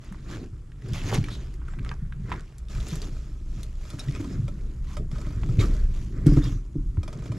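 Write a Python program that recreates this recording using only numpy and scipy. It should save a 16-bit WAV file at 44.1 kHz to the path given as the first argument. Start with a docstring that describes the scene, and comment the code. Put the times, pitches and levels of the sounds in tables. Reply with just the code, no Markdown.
"""Plastic drain pipe wrestled into its fitting

In a low crawl space, close to two microphones, the long pipe sways and booms: coloured random grains.
Plastic and sleeves scuff over grit and wire as swelling, patchy noise; narrow noise bands squeak.
The joint slips in short stutters through ringing socket modes; bumps are dying sines, and ticks and
snaps are clicks with short noise tails. A faint hum and hiss lie under it all.
"""
import sys
import numpy as np
from scipy import signal
from scipy.fft import rfft, irfft, next_fast_len
from scipy.io import wavfile
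from scipy.ndimage import uniform_filter1d

SR = 44100
rng = np.random.default_rng(int(sys.argv[2]) if len(sys.argv) > 2 else 0)


def generate_wav(signal):
    """Clip the signal to [-1, 1] and save it as 16-bit WAV at the path in sys.argv[1]."""
    frames = np.transpose(np.atleast_2d(signal))
    scaled = np.clip(frames, -1, 1) * 32767
    pcm = np.round(scaled).astype(np.int16)
    wavfile.write(sys.argv[1], SR, pcm)


N = 325458  # length in samples

# strokes of hands and pipe: start_s, length_s, swell_share (0-1 of the length),
# plastic scrape_db, gritty rustle_db, jolt_db of the pipe wall
STROKES = [(0, 0.52, 0.04, -62, -57, -64), (.24, 0.17, 0.55, -50, -42.5, -57),
           (0.208, 0.28, 0.8, -65, -53.5, -44), (.78, 0.15, 0.99, -57, -49, -44),
           (.925, 0.28, 0.08, -58, -39, -57), (1.029, 0.091, 0.76, -52, -34.5, -41),
           (1.09, 0.14, 0.36, -55, -33.5, -33.5), (1.189, 0.41, 0.23, -58, -46.5, -49),
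           (1.57, 0.67, 0.16, -58, -64, -59.5), (1.78, 0.19, 0.57, -52.5, -54.5, -48.5),
           (2.1, 0.27, 0.82, -77, -58, -66), (2.24, 0.2, 0.47, -46, -59, -42),
           (2.3, 0.41, 0, -71, -56, -67), (2.686, 0.35, 0.05, -52, -50.5, -51.5),
           (2.76, 0.29, 0.61, -55, -43.5, -45), (3.01, 0.15, 0.08, -55, -47, -44),
           (3.08, 0.39, 0.18, -59, -57.5, -55), (3.407, 0.38, 0.5, -58.5, -55.5, -56),
           (3.698, 0.32, 0.73, -56, -51, -56), (3.977, 0.17, 0.09, -50.5, -48.5, -50),
           (3.979, 0.63, 0.32, -55.5, -53.5, -48.5), (4.135, 0.046, .5, -48, -51, -49),
           (4.19, 0.036, 0.5, -50, -49, -52), (4.295, 0.11, .2, -53.5, -54, -42),
           (4.405, 0.62, 0.33, -69, -63, -54), (4.81, 0.17, 0.77, -59, -51, -67),
           (4.949, .12, 0.5, -63, -71, -42), (5.095, 0.74, 0.06, -56, -55.5, -50.5),
           (5.296, 0.32, 0.87, -59, -53.5, -44.5), (5.585, 0.094, 0.21, -45, -37.5, -32),
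           (5.601, 0.37, 0.06, -50, -48.5, -41), (5.884, 0.32, 0.27, -68, -52, -58),
           (6.095, 0.29, 0.32, -53.5, -62.5, -44.5), (6.258, 0.14, 0, -48, -43.5, -34),
           (6.3, 0.1, 0.4, -55, -48, -54), (6.365, 0.055, 0.04, -45, -43.5, -32),
           (6.385, 0.22, 0.28, -49.5, -46.5, -45.5), (6.99, 0.5, 0.3, -56, -64.5, -46),
           (7.2, 0.14, 0.46, -59.5, -54, -49), (7.3, 0.16, 0.51, -53, -54.5, -39.5)]
# resting level between strokes: scrape_db, rustle_db, jolt_db
REST_LEVELS = [-70.5, -67.5, -63]


def gain_of(db):
    """Turns decibels into amplitude."""
    return 10 ** (np.asarray(db) / 20)


def evened(x):
    """Scales a sound to rms 1."""
    return x / np.sqrt(np.mean(x ** 2) + 1e-20)


def read(points, hz):
    """Reads a curve between its points on a log-frequency axis."""
    f, value = np.transpose(points)
    return np.interp(np.log(hz + 1), np.log(f + 1), value)


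def levels(rows):
    """Turns the dB columns of a timed table into one gain per sample."""
    s, *columns = np.transpose(rows)
    time = np.arange(N) / SR
    return [gain_of(np.interp(time, s, column)) for column in columns]


def arches(rows, rest_db):
    """Each movement swells and fades in a rounded arch; overlapping ones add their power."""
    ends_db, roundness = -19, 1.57  # level at the ends against the top; exponent of the arch
    t = np.arange(0, N, 32) / SR
    power = gain_of(rest_db)[:, None] ** 2 * np.ones(len(t))
    for start, length, swell, *top_db in rows:
        u = (t - start) / length
        swell = np.clip(swell, .03, .97)
        away = np.where(u < swell, (swell - u) / swell, (u - swell) / (1 - swell))  # 0 at the top
        arch_db = np.array(top_db)[:, None] + ends_db * away ** roundness
        power = power + gain_of(arch_db) ** 2
    return [np.interp(np.arange(N) / SR, t, np.sqrt(p)) for p in power]


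def add(mix, s, sound):
    """Mixes a sound in at a time in seconds."""
    part = mix[..., round(s * SR):][..., :sound.shape[-1]]
    part += sound[..., :part.shape[-1]]


def ring(hz, t60, rise):
    """A resonance: an exponentially dying sine with a soft start, t60 and rise in seconds."""
    t = np.arange(SR // 2) / SR
    return gain_of(-60 * t / t60) * (1 - np.exp(-t / rise)) * np.sin(2 * np.pi * hz * t)


def rubbed(colour, per_s, spread_db, smooth):
    """Friction: random grains of uneven size over smooth noise, coloured, partly unlike left and right."""
    # likeness of the two sides: pitch_hz, likeness (0-1)
    likeness = [(40, .9995), (250, 0.99), (500, 0.9), (1000, 0.88), (2000, 0.8), (4000, 0.8), (8000, 0.75),
                (13000, 0.15)]
    size = next_fast_len(N)
    grain_size = gain_of(spread_db * np.minimum(rng.exponential(1, (2, size)), 3))
    grains = grain_size * (rng.random((2, size)) < per_s / SR)
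    # each grain is a short burst
    grains = signal.lfilter([1], [1, -.9], grains) * rng.standard_normal((2, size))
    left, other = rfft(evened(grains) + smooth * rng.standard_normal((2, size)))
    hz = np.fft.rfftfreq(size, 1 / SR)
    same = np.clip(read(likeness, hz), 0, 1)
    right = same * left + np.sqrt(1 - same ** 2) * other
    coloured = np.array([left, right]) * gain_of(read(colour, hz))
    return evened(irfft(coloured, size)[:, :N])


def patchy(x, depth_db):
    """Contact wanders over the surface, so short patches of pitch swell and fade."""
    z = signal.stft(x, nperseg=256)[2]
    patches = rng.standard_normal(z.shape[1:])
    patches = uniform_filter1d(patches, size=4, axis=0)  # across pitch
    patches = uniform_filter1d(patches, size=7, axis=1)  # across time
    wandering = z * gain_of(depth_db * evened(patches))
    return evened(signal.istft(wandering, nperseg=256)[1][:, :N])


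def socket(x):
    """Passes a drive through the ringing modes of the socket."""
    # modes: pitch_hz, relative level_db, t60_s
    socket_modes = [(603, 0, .04), (1060, -4, .022), (1250, 1, .026), (2460, -4, .011), (3470, -5, .008),
                    (3850, -6, .008), (4600, -7, .007), (5270, -8, .009), (6000, -10, .006),
                    (7410, -11, .005)]
    modes = sum(gain_of(db) * ring(hz, t60, 1.5 / hz) for hz, db, t60 in socket_modes)
    return signal.oaconvolve(x, modes[None] / np.linalg.norm(modes), axes=1)[:, :N]


def background():
    """Steady hiss and rumble from coloured noise, with a constant low sine hum."""
    # floor colour: pitch_hz, relative level_db per Hz
    floor_colour = [(24, -31), (40, 3.5), (62, -5), (134, 0), (260, -27), (357, -21.5), (543, -60),
                    (729, -39), (1350, -35), (3190, -106), (6840, -46), (12100, -54), (14300, -82)]
    floor_db, hum_hz, hum_db = -44.5, 62, -50.5  # both levels are rms
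    hum = np.sqrt(2) * gain_of(hum_db) * np.sin(2 * np.pi * hum_hz * np.arange(N) / SR)
    return gain_of(floor_db) * rubbed(floor_colour, 1800, 4.8, 1.85) + hum


def crawl_space(x, t60):
    """Close block walls return a short tail of sparse taps, different at each microphone."""
    taps = np.zeros((2, SR // 4))
    # one tap in every 20 samples, at a random place
    at = np.arange(120, SR // 4 - 20, 20) + rng.integers(0, 20, (2, (SR // 4 - 121) // 20))
    np.put_along_axis(taps, at, rng.choice([-1., 1.], at.shape), 1)
    taps *= gain_of(-60 * np.arange(SR // 4) / SR / t60)
    return signal.fftconvolve(x, taps / np.linalg.norm(taps[0]), axes=1)[:, :N]


def shaking():
    """Every push jolts the long pipe and the timbers it rests on, as four bands of grainy noise."""
    # slow strain on pipe and joists: time_s, sway_db, boom_db, hollow knock_db
    strain = [(0.0, -48.5, -65, -57.5), (0.2, -37.5, -45.5, -53), (0.8, -40, -61, -69),
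              (1.07, -30, -37.5, -39.5), (1.64, -33, -49, -57.5), (2.28, -31.5, -37, -81),
              (2.53, -40, -64, -78), (2.77, -27.5, -62, -79), (2.9, -32.5, -44.5, -52.5),
              (3.76, -33.5, -54, -61.5), (4.25, -32.5, -34.5, -51), (4.83, -29.5, -45, -56.5),
              (5.55, -28.5, -29, -44.5), (5.65, -23, -27, -35.5), (5.82, -24.5, -37.5, -52.5),
              (6.13, -32.5, -36.5, -47), (6.37, -17.5, -24.5, -51), (6.62, -43, -52, -55),
              (6.9, -28, -38, -53.5), (7.38, -38, -41, -44.5)]
    # heaves of the whole pipe against its supports:
    # start_s, length_s, swell_share (0-1), boom_db, hollow knock_db
    heaves = [(.24, 0.26, 0.33, -39.5, -38.5), (.83, 0.2, 0.5, -29, -52), (1.14, 0.11, 0.53, -22.5, -45),
              (1.75, 0.11, 0.6, -35, -47), (2.14, 0.12, 0.96, -31.5, -54), (2.7, .16, 0.58, -32.5, -50),
              (2.98, 0.23, 0.45, -57, -47), (3.48, 0.22, 0.3, -37.5, -54), (4.13, 0.26, 0.45, -52, -36),
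              (4.3, 0.3, 0.2, -27.5, -45), (4.93, 0.14, 0.4, -43, -43.5), (5.42, 0.11, 0.8, -29, -38),
              (6.43, 0.18, 0.6, -30.5, -44.5), (6.72, 0.16, 0.27, -45, -43.5)]
    # colour of each part of the shaking: pitch_hz, relative level_db per Hz
    sway_colour = [(10, -16), (19, -4), (26, 21.5), (35, 11.5), (50, 13), (62, 14.5), (80, 0), (110, -54)]
    boom_colour = [(60, -66), (90, 2), (125, 5), (150, -1), (190, -2), (230, -15), (300, -91)]
    hollow_colour = [(170, -11), (240, 10), (300, 7), (380, 3), (480, -55)]
    wall_colour = [(300, 0.5), (420, 4.5), (520, -5), (750, -14), (1000, -82)]
    jolt_boom_db, jolt_hollow_db = 7, -5  # how a jolt spreads to the lower parts
    sway, boom, hollow = levels(strain)
    wall = arches(STROKES, REST_LEVELS)[2]
    heave_boom, heave_hollow = arches(heaves, [-99, -99])
    boom = np.sqrt(boom ** 2 + heave_boom ** 2 + (gain_of(jolt_boom_db) * wall) ** 2)
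    hollow = np.sqrt(hollow ** 2 + heave_hollow ** 2 + (gain_of(jolt_hollow_db) * wall) ** 2)
    return (sway * rubbed(sway_colour, 30, 3.3, 1.72)
            + boom * rubbed(boom_colour, 60, 3.0, 1.3)
            + hollow * rubbed(hollow_colour, 120, 1.8, 1.0)
            + wall * rubbed(wall_colour, 300, 1.6, 1.67))


def bumps():
    """A soft thump with the pipe wall ringing above it; hard shoves also leave the pipe swinging."""
    # low bumps: start_s, nominal level_db, thump pitch_hz, pipe ring_db against the bump
    thumps = [(0.113, -31, 190, -31), (0.524, -29.5, 99, -21), (0.926, -19, 71, -28), (1.041, -19, 97, -26),
              (1.132, -35, 98, -25), (1.587, -37.5, 91, -10), (1.801, -40, 72, -35),
              (2.022, -23.5, 144, -44), (2.315, -23.5, 83, -21), (2.924, -20.5, 150.6, -18),
              (3.936, -25, 130, -12.5), (4.085, -17, 133, -18.5), (4.199, -34, 111, 6),
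              (5.265, -36, 148, -1), (5.585, -6.5, 104, -22.5), (6.263, -3.5, 146.5, -8.5),
              (6.319, -9, 140, -12), (6.37, -7.5, 138, -8), (6.469, -18.5, 128, -11.5),
              (6.756, -20, 137, -6.5), (6.977, -12, 86, -22.5), (7.299, -16.5, 119, -27)]
    # ringing of the pipe wall: pitch_hz, relative level_db, t60_s
    pipe_modes = [(283.2, 4, 0.19), (308.6, 6.5, 0.12), (383, -5, 0.091), (474, -16, 0.074)]
    # the whole pipe swings: start_s, level_db before the slow rise, pitch_hz, t60_s
    swings = [(5.609, 0, 33.76, 0.5), (6.274, 9, 39.4, 0.19), (6.362, -7, 33.3, 0.46),
              (6.498, -1, 37.3, 0.28), (6.777, 4.5, 33.8, 0.13), (6.859, 2.5, 37.6, 0.11)]
    out = np.zeros(N)
    pipe = sum(gain_of(db) * ring(hz, t60, 0.0058) for hz, db, t60 in pipe_modes)
    for s, db, hz, ring_db in thumps:
        thump = 2.22 * ring(hz, 0.084, 0.0056)
        add(out, s, gain_of(db) * (thump + 0.84 * gain_of(ring_db) * pipe))
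    for s, db, hz, t60 in swings:
        add(out, s, gain_of(db) * ring(hz, t60, 0.11))
    return out


def squeaks():
    """Rubbing catches one narrow resonance: band noise that swells and fades in a single arch."""
    # squeaks and swishes: start_s, length_s, pitch_hz, width_hz, rms level_db before the arch
    caught = [(0.933, 0.099, 3240, 500, -50), (1.296, 0.075, 3740, 650, -45), (1.1, 0.095, 6100, 200, -68),
              (3.991, 0.026, 3830, 140, -43.5), (1.1, .085, 520, 310, -38.5),
              (1.68, 0.012, 1370, 150, -44.5), (1.684, 0.072, 7500, 400, -67),
              (3.991, 0.018, 5500, 300, -42.5), (4.87, 0.092, 1100, 110, -55.5),
              (4.1, .11, 2300, 410, -53.5), (4.283, 0.086, 5100, 120, -62), (5.606, 0.054, 1175, 44, -37.5),
              (5.598, 0.024, 2200, 80, -38.5), (5.594, 0.031, 3830, 370, -37),
              (5.618, 0.067, 7900, 80, -66), (6.276, 0.1, 5050, 300, -55), (6.419, 0.052, 3600, 150, -45),
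              (6.42, 0.08, 5600, 200, -56), (6.447, 0.052, 3280, 80, -51), (6.476, 0.1, 6500, 120, -60),
              (6.49, 0.14, 5980, 120.6, -64)]
    out = np.zeros((1, N))
    noises = rng.standard_normal((len(caught), SR // 5))
    for (s, length, hz, width_hz, db), noise in zip(caught, noises):
        u = np.linspace(0, 1, round(length * SR))
        band = [hz - width_hz / 2, hz + width_hz / 2]
        tone = signal.lfilter(*signal.butter(1, band, "band", fs=SR), noise)
        add(out, s, gain_of(db) * evened(tone[-len(u):]) * np.sin(np.pi * u ** 0.85))
    return out


def slips():
    """Each slip of the pipe is a short burst of chatter, heard bare and ringing in the socket."""
    # slips in the socket: start_s, drive level_db
    slip_times = [(3.852, -48), (3.902, -45.5), (3.933, -45), (4.243, -37.5), (4.48, -36), (4.968, -31),
                  (5.114, -40), (5.156, -44), (5.182, -39), (5.214, -39), (5.265, -41), (5.306, -43.5),
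                  (5.329, -47.5), (5.488, -42.5), (5.96, -45), (7.031, -36), (7.078, -35), (7.128, -37.5),
                  (7.187, -46), (7.222, -44.5), (7.257, -39.5), (7.318, -36.5)]
    rise_s, t60_s, tail_t60_s = .001, 0.026, .11
    drive, t = np.zeros((1, N)), np.arange(2000) / SR
    decay = gain_of(-60 * t / t60_s) + 0.27 * gain_of(-60 * t / tail_t60_s)
    shape = (1 - np.exp(-t / rise_s)) * decay
    click = 2.5 * np.exp(-((t - .0005) / .00005) ** 2)
    for (s, db), chatter in zip(slip_times, rng.standard_normal((len(slip_times), len(t)))):
        add(drive, s, gain_of(db) * (chatter * shape + click))
    bare = signal.lfilter(*signal.butter(2, [450, 8000], "band", fs=SR), drive)
    return gain_of(-3.0) * socket(drive) + gain_of(-5.5) * bare


def snaps():
    """A brittle break of grit or wire: one click and a few milliseconds of splinters, with no ring."""
    # dry snaps: start_s, peak level_db, low_hz, high_hz
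    breaks = [(1.106, -27, 1200, 3000), (1.116, -26, 400, 900), (1.127, -27, 450, 1400),
              (1.152, -30, 2500, 8000), (1.178, -28, 1300, 7000), (1.794, -36, 1200, 3500),
              (1.71, -49, 900, 4000), (1.849, -30, 900, 9000), (1.892, -26.5, 1800, 5100),
              (1.94, -45, 5000, 7500), (2.302, -37, 1000, 9000), (2.362, -38, 700, 5000),
              (2.396, -37, 1500, 7000), (2.408, -38, 3000, 10100), (3.968, -48, 4000, 12000),
              (4.062, -47, 3500, 9000), (4.095, -38, 3000, 8500), (4.111, -37, 3000, 8000),
              (4.124, -35, 3000, 10000), (4.278, -45, 3000, 11000), (4.455, -48, 5000, 12000),
              (5.283, -43, 900, 1700), (5.434, -29, 500, 2580), (7.174, -44, 4500, 7500)]
    out, t = np.zeros((1, N)), np.arange(400) / SR
    noises = rng.standard_normal((len(breaks), len(t)))
    for (s, db, low_hz, high_hz), splinters in zip(breaks, noises):
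        burst = splinters * gain_of(-60 * t / 0.0064) + 3.6 * (t == 0)
        contact = signal.lfilter([1], [1, -.75], burst)
        band = signal.butter(3, [low_hz, high_hz], "band", fs=SR, output="sos")
        snap = signal.sosfilt(band, contact)
        add(out, s, gain_of(db) * snap / abs(snap).max())
    return out


def ticks():
    """A hard edge makes a sharp contact with a rough tail: a body near its own pitch and a bright crack."""
    # hard ticks: start_s, nominal level_db, pitch_hz, bright crack_db against the tick
    edges = [(0.045, -47, 1520, 0), (0.124, -36, 1330, -6), (0.145, -35.5, 1150, -22),
             (0.719, -39.5, 1880, -20), (0.821, -39, 1970, -14), (0.861, -38, 1420, -21),
             (0.886, -40, 5000, -3), (0.934, -26.5, 3570, -4.5), (1.127, -20, 820, -25),
             (1.143, -19, 2200, -3), (1.177, -31, 915, -25), (1.241, -26, 2320, -14),
             (1.285, -26.5, 1720, -17), (1.54, -43, 2100, -1.5), (1.617, -40.5, 1130, -30),
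             (1.682, -49, 1440, -11), (1.736, -33.5, 1120, -27), (1.788, -28.5, 1510, -24),
             (1.863, -27, 1310, -26), (1.915, -20, 1220, -30), (1.94, -39, 940, -13),
             (2.124, -31, 1620, -31), (2.295, -33, 1050, -14), (2.318, -14.5, 1050, -33),
             (2.324, -17.5, 1380, -34), (2.34, -24, 1050, -25), (2.583, -41, 7720, 2),
             (2.685, -38.5, 3630, -10), (2.751, -34, 2450, -6), (2.803, -30.5, 3870, -11),
             (2.885, -45.5, 1360, 15), (2.916, -33.5, 2420, -13), (2.956, -31, 7700, 0),
             (3.018, -26.5, 4640, -30), (3.632, -29, 4210, -3), (3.903, -31, 3530, -8),
             (3.994, -32, 3940, 2), (4.084, -30, 1980, -28), (4.204, -45, 1700, 2), (5.437, -33, 1510, -21),
             (5.592, -23.5, 2490, -17), (6.267, -33.5, 806, 9), (6.273, -44, 810, -4),
             (6.37, -26, 840, -28), (6.441, -27, 4920, -15), (6.971, -35, 1020, -25)]
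    out, t = np.zeros((1, N)), np.arange(SR // 10) / SR
    noises = rng.standard_normal((len(edges), 2, len(t)))
    crack_band = signal.butter(2, [2800, 11000], "band", fs=SR)
    for (s, db, hz, crack_db), rough in zip(edges, noises):
        contact = rough * gain_of(-60 * t / np.array([[.02], [.025]]))  # t60 of body and crack in s
        contact[:, 0] += 4.5  # the sharp first contact
        body_band = signal.butter(2, [0.69 * hz, min(1.6 * hz, 14000)], "band", fs=SR)
        body = signal.lfilter(*body_band, contact[0])
        crack = signal.lfilter(*crack_band, contact[1])
        body = 0.55 * body / abs(body).max()
        crack = gain_of(crack_db) * crack / abs(crack).max()
        add(out, s, gain_of(db) * 0.36 * ring(hz, 0.021, 0.000051))
        add(out, s, gain_of(db) * (body + crack))
    return out


def rubbing():
    """Plastic scrapes dully, partly through the socket; cloth, grit and wire rustle brightly."""
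    # colour of scrape and rustle: pitch_hz, relative level_db per Hz
    scrape_colour = [(500, -22), (800, -18), (1050, 8.5), (1500, 9.5), (2300, 4.5), (3200, -29),
                     (5000, -107)]
    rustle_colour = [(1500, 6), (2800, 4.5), (4000, 2), (7000, 3.5), (8200, -8), (12500, -7.5),
                     (14500, 8.5), (16000, -50)]
    # power share of the scrape that comes from inside the socket: time_s, share (0-1)
    seated_share = [(0.3, 0.4), (1.4, 0.5), (1.6, 0.15), (2.45, 0.1), (2.7, 0.77), (3.8, 0.87), (3.9, 0.9),
                    (4.7, 0.1), (4.9, 0.2), (5.4, 0.4), (5.7, 0.36), (6.4, 0.08), (6.999, 0.5), (7.38, 0.3)]
    dull_until_s, dull_above_hz, treble_loss = 2.68, 4800, 0.5  # the rustle is duller at first
    scrape, rustle, _ = arches(STROKES, REST_LEVELS)
    seated = np.clip(np.interp(np.arange(N) / SR, *np.transpose(seated_share)), 0, 1)
    inside = socket(rubbed([(800, -11.5), (1100, -14), (8000, 2.5)], 400, 8.0, 1.0))
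    outside = rubbed(scrape_colour, 300, 3.2, 1.17)
    plastic = np.sqrt(1 - seated) * outside + np.sqrt(seated) * evened(inside)
    grit = patchy(rubbed(rustle_colour, 1500, 3.7, 0.7), 2.2)
    treble = signal.filtfilt(*signal.butter(2, dull_above_hz, "high", fs=SR), grit)
    grit = grit - treble_loss * (np.arange(N) < dull_until_s * SR) * treble
    return scrape * patchy(plastic, 2.7) + rustle * grit


def scene():
    """Sums all sources; the hard sounds also ring on in the crawl space."""
    hits = ticks() + slips() + squeaks()
    brittle = snaps()
    echoes = gain_of(-7.0) * crawl_space(hits + gain_of(-9.0) * brittle, 0.08)
    return background() + shaking() + bumps() + hits + brittle + echoes + rubbing()


def record(dry):
    """Two close microphone ports with their own balance, delay and treble loss; then the band limit."""
    # treble response of both ports: pitch_hz, level_db
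    port_response = [(11000, -0.5), (13000, -7), (14400, -31), (15200, -18)]
    # left level against right: pitch_hz, level_db
    balance = [(250, 0), (500, -2), (1000, -3), (2000, -0.5), (4000, -1), (8000, 1.5), (13000, 3)]
    # how late the left port is: pitch_hz, delay in samples
    left_delay = [(500, 2.4), (3000, 1.3), (8000, 0.088)]
    edge_hz = 15400
    hz = np.fft.rfftfreq(N, 1 / SR)
    ports = gain_of(read(port_response, hz) + np.outer([.5, -.5], read(balance, hz))) + 0j
    ports[0] *= np.exp(-2j * np.pi * hz / SR * read(left_delay, hz))
    heard = irfft(rfft(dry) * ports, N)
    low_pass = signal.firwin(511, edge_hz, window=("kaiser", 9), fs=SR)
    return signal.oaconvolve(heard, low_pass[None], "same")


dry = scene()
out = record(dry)
generate_wav(out)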